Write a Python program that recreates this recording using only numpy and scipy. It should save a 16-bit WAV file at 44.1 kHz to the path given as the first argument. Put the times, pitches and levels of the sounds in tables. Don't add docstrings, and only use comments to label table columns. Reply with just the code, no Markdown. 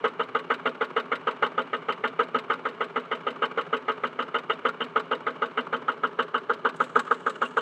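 import sys
import numpy as np
from scipy import signal
from scipy.fft import rfft, irfft, next_fast_len
from scipy.io import wavfile

SR = 44100
rng = np.random.default_rng(int(sys.argv[2]) if len(sys.argv) > 2 else 0)


def to_wav(s):
    ch = np.atleast_2d(s).T
    pcm = np.round(np.clip(ch, -1, 1) * 32767)
    wavfile.write(sys.argv[1], SR, pcm.astype(np.int16))


def magnitude_from_level(level_db):
    exponent = np.asarray(level_db, float) / 20
    return 10 ** exponent


N = 335601
HZ = np.fft.rfftfreq(next_fast_len(N + SR), 1 / SR)

# pitch_hz, width_hz, level_db
CRANKCASE_TONES = [(163, 35, -18), (247.7, 50, -20), (322, 22, -19), (435.5, 30, -2), (468.9, 76, 1.5),
                   (518.5, 37, -4.5), (553, 75, -17), (646, 31, -7.5)]
BLOCK_TONES = [(866, 83, -9.5), (969.5, 75, -10.5), (1057, 96, -10), (1118, 48.3, -5.5), (1251, 108, -1.5),
               (1400, 64, -4), (1514.4, 57, -8), (1582, 55, -12.5)]
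HEAD_TONES = [(1817, 130, -0.5), (2020, 155, 0.5), (2127, 180, -5), (2676, 250, -18)]
COVER_TONES = [(2875, 216, -1), (2940, 54, -4), (3060, 80, 0), (3230, 31, -23), (3650, 53, -9.5)]
# pitch_hz, width_hz, level_db
SEAT_TONES = [(2660, 660, -5.5), (3440, 300, -14), (3870, 610, -3.5), (5500, 2000, -12.5),
              (6100, 290, -8.5), (7450, 220, -8.5), (7570, 1300, -12), (7860, 250, -3.5),
              (9900, 1600, -14.5), (12500, 2000, -8)]
SCRAPE_TONES = [(3080, 3130, 0.5), (4580, 1100, 2), (6160, 1800, -10.5), (8150, 350, -12),
                (11200, 6900, -20)]
GEAR_TONES = [(127, 31, -10), (166.2, 18, 0.5), (255.5, 26, -4), (403.5, 66, -2), (626, 220, -10),
              (880, 110, -6.5), (1170, 250, -5.5), (1473, 430, -10.5), (2297, 220, -17.5), (2900, 210, -21),
              (4130, 610, -22.5), (7000, 4400, -31)]
# pitch_hz, width_hz, level_db
PIPE_TONES = [(118, 42, 0), (164.3, 32, -1), (227, 90, -10), (409, 90, -1.5)]
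SILENCER_TONES = [(248.5, 54.5, -2)]

# after_firing_ms, length_ms, level_db
STROKES = [
    (40, 37.4, -44.5),
    (78.7, 31.4, -40),
    (113, 12, -57.5),
]
# after_firing_ms, level_db
PUFFS = [(6, -50), (52, -50.5), (76, -49), (120, -47)]
# after_firing_ms, level_db
SILENCER_BLOWS = [(-2.5, -11), (9.5, -11.5), (34.5, -15.5), (65.5, -20), (98, -24.5)]
# after_firing_ms, level_db, pitch_hz, width_hz
TAPPETS = [
    (70.6, -44.5, 1900, 1000),
    (88.6, -53.5, 4600, 5000),
    (113.5, -49, 3000, 300),
]
# start_s, level_db, pitch_hz, width_hz, length_ms
LOOSE_TICKS = [
    (6.753, -40.5, 10300, 9000, 22),
    (6.785, -39, 12400, 3500, 87),
    (7.354, -48.5, 2900, 115, 4.7),
    (7.433, -41.5, 2810, 104.5, 49),
    (7.487, -56, 6000, 7000, 1.5),
    (7.047, -34, 1210, 102, 53),
    (7.295, -43.5, 9300, 9000, 4.4),
    (7.422, -43.5, 10330, 5000, 77),
]

# time_s, treble_gain_db
GRIP = [
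    (0, 0),
    (6.745, 0),
    (6.77, 12),
    (7.61, 12),
]
# pitch_hz, gain_db
PHONE_TONE = [(30, -42), (90, -30.5), (115, -11.5), (200, -0.5), (3400, 3), (4200, -11.5), (5000, -13.5),
              (6200, -15.5), (8000, -19), (8400, -19), (10000, -26), (14000, -37.5)]
# time_s, extra_distance_m
STEP_BACK = [
    (0, 0),
    (1.5, .3),
    (2.9, -.15),
    (4.3, .35),
    (6.2, .95),
    (7.61, .4),
]
# time_s, hidden_share_0_to_1
BEHIND = [
    (0, 0.1),
    (4.6, 0.16),
    (5.6, 0.38),
    (6.3, 1),
    (6.95, 1),
    (7.61, 0.9),
]
# time_s, charge_db
LOAD = [(0, 2), (1.4, 1), (2.6, -1), (4.2, 0), (5.6, -1), (7.61, 1)]
# start_s, charge_db, cover_ring_db, valve_seat_db
ODD_FIRINGS = [(.045, 1, -0.5, 9), (.198, -3, -6.5, -2.5), (.352, -1, -3, 10.5), (.506, 0.5, 1, 13.5),
               (.659, 1, 5, -2), (.966, 1, 7.5, 10.5), (1.12, -1.5, 2, 7.5), (1.427, 2.5, 5, 15.5),
               (1.735, -2, -3, -9), (1.888, -0.5, 3.5, 14), (2.195, 2.5, 0.5, -4), (2.349, 1.5, 3, 11),
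               (2.503, 1, 1.5, 15), (2.656, -0.5, -11, -10), (3.424, 1.5, 8, 13), (3.732, 1, 1.5, 6),
               (4.039, -1, -4.5, 9.5), (4.192, -1, 4, 12.5), (4.346, 0.5, 6.5, 11), (4.653, 2.5, 3, 23),
               (4.807, -2.5, -0.5, 3), (4.961, 2.5, 7, 12), (6.19, 1.5, 9, 2), (6.343, -1, 2.5, 11),
               (6.651, 1.5, 5.5, 15), (6.958, 1.5, -2, 20.5), (3.578, 1.5, -3, 0), (5.115, 1.5, -2, -10),
               (7.265, -1.5, -11, 4), (7.573, 0.5, 8, -15)]

# mean_db, scatter_db, follows_charge_db_per_db, behind_tractor_db
KNOCK, SLAP, CASE = (-23, 0.67, 1, 5.5), (-22, 2.5, 1, -1), (-29.5, .5, 1, -0.5)
HEAD_HIT, COVER_HIT = (-34, 3, 0.55, -8), (-40.5, 3.5, -0.5, -5.5)
SEAT_TICK, SEAT_THUD = (-59, 2.5, 0.34, -1), (-43.5, 2, -0.5, 6)

FIRST_S, CYCLE_S, CYCLE_JITTER_MS = .0437, .15362, .3
SLAP_S, VALVE_S = .0125, .0385
CASE_LAG_S = .0007
CASE_LEAD_S, BLOCK_LEAD_S = 0.00394, 0.001492


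def ring(x, modes, order=1):
    shape = 0
    for k, (hz, width, db) in enumerate(modes):
        tone = 1j * HZ * width / (hz * hz - HZ * HZ + 1j * HZ * width)
        sign = (-1) ** (k * order)
        shape = shape + sign * magnitude_from_level(db) * tone ** order
    return irfft(rfft(x, 2 * len(HZ) - 2) * shape)[:N]


def colour(x, points):
    hz, db = np.transpose(points)
    gain = magnitude_from_level(np.interp(np.log(HZ + 1), np.log(hz), db))
    cep = irfft(np.log(gain))
    cep[1:len(HZ)] *= 2
    cep[len(HZ):] = 0
    return irfft(rfft(x, len(cep)) * np.exp(rfft(cep)))[:N]


def blows(times, db, ms, clean, rise=0.4):
    u = np.arange(4000) / (SR * max(ms, .2) / 1000)
    shape = np.minimum(u / np.clip(rise, .02, 1), 1) ** 2
    shape = shape * np.exp(-8 * np.maximum(u - rise, 0) ** 2)
    share = np.clip(clean, 0, 1)
    ragged = np.sqrt((1 - share) / np.sum(shape ** 2))
    push = rng.standard_normal((len(times), len(u))) * shape * ragged
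    push[:, 0] += np.sqrt(share)
    out = np.zeros(N + 2 * SR)
    for t, gain, one in zip(times, magnitude_from_level(db + np.zeros(len(times))), push):
        i = int((t + .5) * SR)
        out[i:i + len(u)] += gain * np.sqrt(SR / 100) * one
    return out[SR // 2:SR // 2 + N]


def along(curve, s):
    return np.interp(s, *np.transpose(curve))


def firings():
    beat = FIRST_S + CYCLE_S * np.arange(-1, N / SR / CYCLE_S)
    travel = along(STEP_BACK, beat) / 343
    s = beat + travel + CYCLE_JITTER_MS / 1000 * rng.standard_normal(len(beat))
    odd = np.zeros((len(s), 3))
    which = np.rint((np.transpose(ODD_FIRINGS)[0] - FIRST_S) / CYCLE_S).astype(int) + 1
    odd[which] = np.array(ODD_FIRINGS)[:, 1:]
    return s, odd[:, 0] + along(LOAD, s), odd[:, 1], odd[:, 2]


def strength(rule, s, charge_db):
    mean_db, scatter_db, follows, behind_db = rule
    level_db = mean_db + scatter_db * rng.standard_normal(len(s))
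    return level_db + follows * charge_db + behind_db * along(BEHIND, s)


def breeze():
    return magnitude_from_level(-70.5) * ring(rng.standard_normal(N), [(85, 91, 23.5), (8000, 9800, -12)])


def clatter(fired, charge_db):
    def scatter(db):
        return db * rng.standard_normal(len(fired))

    swell = magnitude_from_level(-28) * rng.standard_normal(N)
    for after, ms, db in STROKES:
        swell = swell + blows(fired + after / 1000, db + 18 + scatter(1.5), ms, clean=0)
    puffs = boom = taps = 0
    for after, db in PUFFS:
        puffs = puffs + blows(fired + after / 1000, db + 24.5 + scatter(1.9), ms=11, clean=0.7)
    for after, db in SILENCER_BLOWS:
        blow_db = db + 0.36 * charge_db + scatter(1.6)
        boom = boom + blows(fired + after / 1000, blow_db, ms=15.6, clean=0.66)
    for after, db, hz, width in TAPPETS:
        tap = blows(fired + after / 1000, db + scatter(2), ms=14, clean=.05)
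        taps = taps + ring(tap, [(hz, width, 0)])
    grain_db = 1.3 * np.minimum(rng.exponential(size=N // 120 + 1), 3.5)
    grain = magnitude_from_level(grain_db).repeat(120)[:N] / 0.86
    gears = ring(swell * grain, GEAR_TONES)
    return gears + ring(puffs, PIPE_TONES, order=2) + ring(boom, SILENCER_TONES, order=2) + taps


def knock(s, charge_db, rings_db):
    knock_db = strength(KNOCK, s, charge_db)
    slap_db = strength(SLAP, s, charge_db)
    case_db = strength(CASE, s, charge_db)
    head_db = strength(HEAD_HIT, s, charge_db)
    cover_db = strength(COVER_HIT, s, charge_db) + rings_db
    slap = s + SLAP_S + .00015 * rng.standard_normal(len(s))
    spray = blows(s - .009, knock_db + 7.5, ms=10, clean=0.094, rise=.6)
    flame = blows(s - .0054, knock_db + 7.5, ms=6, clean=0.46)
    rattle = spray + blows(s + .008, slap_db + 8, ms=54.5, clean=0, rise=0.12)

    case = blows(s - CASE_LEAD_S, case_db + 25.5, ms=10.6, clean=0.73)
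    case += blows(slap + CASE_LAG_S - CASE_LEAD_S, case_db + 23.5, ms=17.6, clean=0.89)
    case += magnitude_from_level(-0.5) * rattle
    block = blows(s - BLOCK_LEAD_S, knock_db + 23, ms=6.1, clean=0.91)
    block += blows(slap - BLOCK_LEAD_S, slap_db + 18.5, ms=7.5, clean=0.69)
    block += rattle + flame
    head = blows(s - .002, head_db + 19.5, ms=13, clean=0.56)
    head += blows(s + 0.0062, head_db + 14.5, ms=21.2, clean=0.51)
    head += magnitude_from_level(-12.5) * (rattle + flame)
    cover = blows(s - .001, cover_db + 20.5, ms=12.6, clean=0.5)
    cover += blows(slap - .002, cover_db + 22, ms=16, clean=0.36)
    cover += magnitude_from_level(-27) * rattle

    low = ring(case, CRANKCASE_TONES, order=2) + ring(block, BLOCK_TONES, order=2)
    return low + ring(head, HEAD_TONES, order=2) + ring(cover, COVER_TONES, order=2)


def valve(fired, charge_db, seats_db):
    s = fired + VALVE_S + 0.0022 * rng.standard_normal(len(fired))
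    scrape = blows(fired - .006, 1.1 * charge_db - 32, ms=82, clean=0, rise=0.056)
    scrape += blows(fired + SLAP_S, .7 * charge_db - 40, ms=6.8, clean=.1)
    scrape += blows(fired - .003, .7 * charge_db - 44.5, ms=7.3, clean=0.17)
    tick_db = strength(SEAT_TICK, s, charge_db) + .25 * seats_db + 31.5
    tick = blows(s - .010, tick_db, ms=34.0, clean=0, rise=0.2)
    thud_db = strength(SEAT_THUD, s, charge_db) + seats_db + 19
    thud = blows(s - .008, thud_db, ms=8.2, clean=0.3)
    body = blows(fired + 0.025, -11.5 + .6 * charge_db, ms=26.2, clean=0.7, rise=0.15)
    bright = ring(scrape, SCRAPE_TONES) + ring(tick, SEAT_TONES) + magnitude_from_level(-2) * ring(tick, HEAD_TONES)
    return bright + ring(thud, BLOCK_TONES, order=2) + ring(body, CRANKCASE_TONES, order=2)


def echo(engine):
    fade = magnitude_from_level(-60 * np.arange(SR // 4) / SR / 0.033)
    tail = fade * rng.standard_normal(SR // 4)
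    return magnitude_from_level(-46) * signal.fftconvolve(engine, tail)[:N]


def loose_ticks():
    out = np.zeros(N)
    for s, db, hz, width, ms in LOOSE_TICKS:
        even_db = 10 * np.log10(SR / 3 / width)
        push = blows([s], db + even_db, ms, clean=0, rise=0.48)
        out += ring(push, [(hz, width, 0)])
    return out


def scene():
    s, charge_db, rings_db, seats_db = firings()
    engine = clatter(s, charge_db) + knock(s, charge_db, rings_db) + valve(s, charge_db, seats_db)
    return (breeze() + engine + echo(engine) + loose_ticks())[None]


def lift(x, db, hz, width):
    return x + (magnitude_from_level(db) - 1) * ring(x, [(hz, width, 0)])


def band_limit(x):
    return signal.sosfilt(signal.butter(12, 14200, fs=SR, output="sos"), x)


def record(dry):
    t = np.arange(N) / SR
    grip_db, behind = along(GRIP, t), along(BEHIND, t)
    heard = colour(dry[0], PHONE_TONE)
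    heard = lift(heard, grip_db, 7770, 1500)
    heard = lift(heard, 1.2 - 5.7 * behind, 2250, 1100)
    heard = lift(heard, -3.0 * behind, 780, 300)
    heard = lift(heard, 3.5 * behind, 1680, 160)
    heard = lift(heard, .25 * grip_db, 6700, 500)
    thump = ring(heard ** 2, [(61.6, 89, 0.0091)])
    hiss = magnitude_from_level(-89.5) * rng.standard_normal(N)
    heard = heard + magnitude_from_level(-17.0 - 8 * behind) * thump + hiss
    return band_limit(heard[None])


dry = scene()
out = record(dry)
to_wav(out)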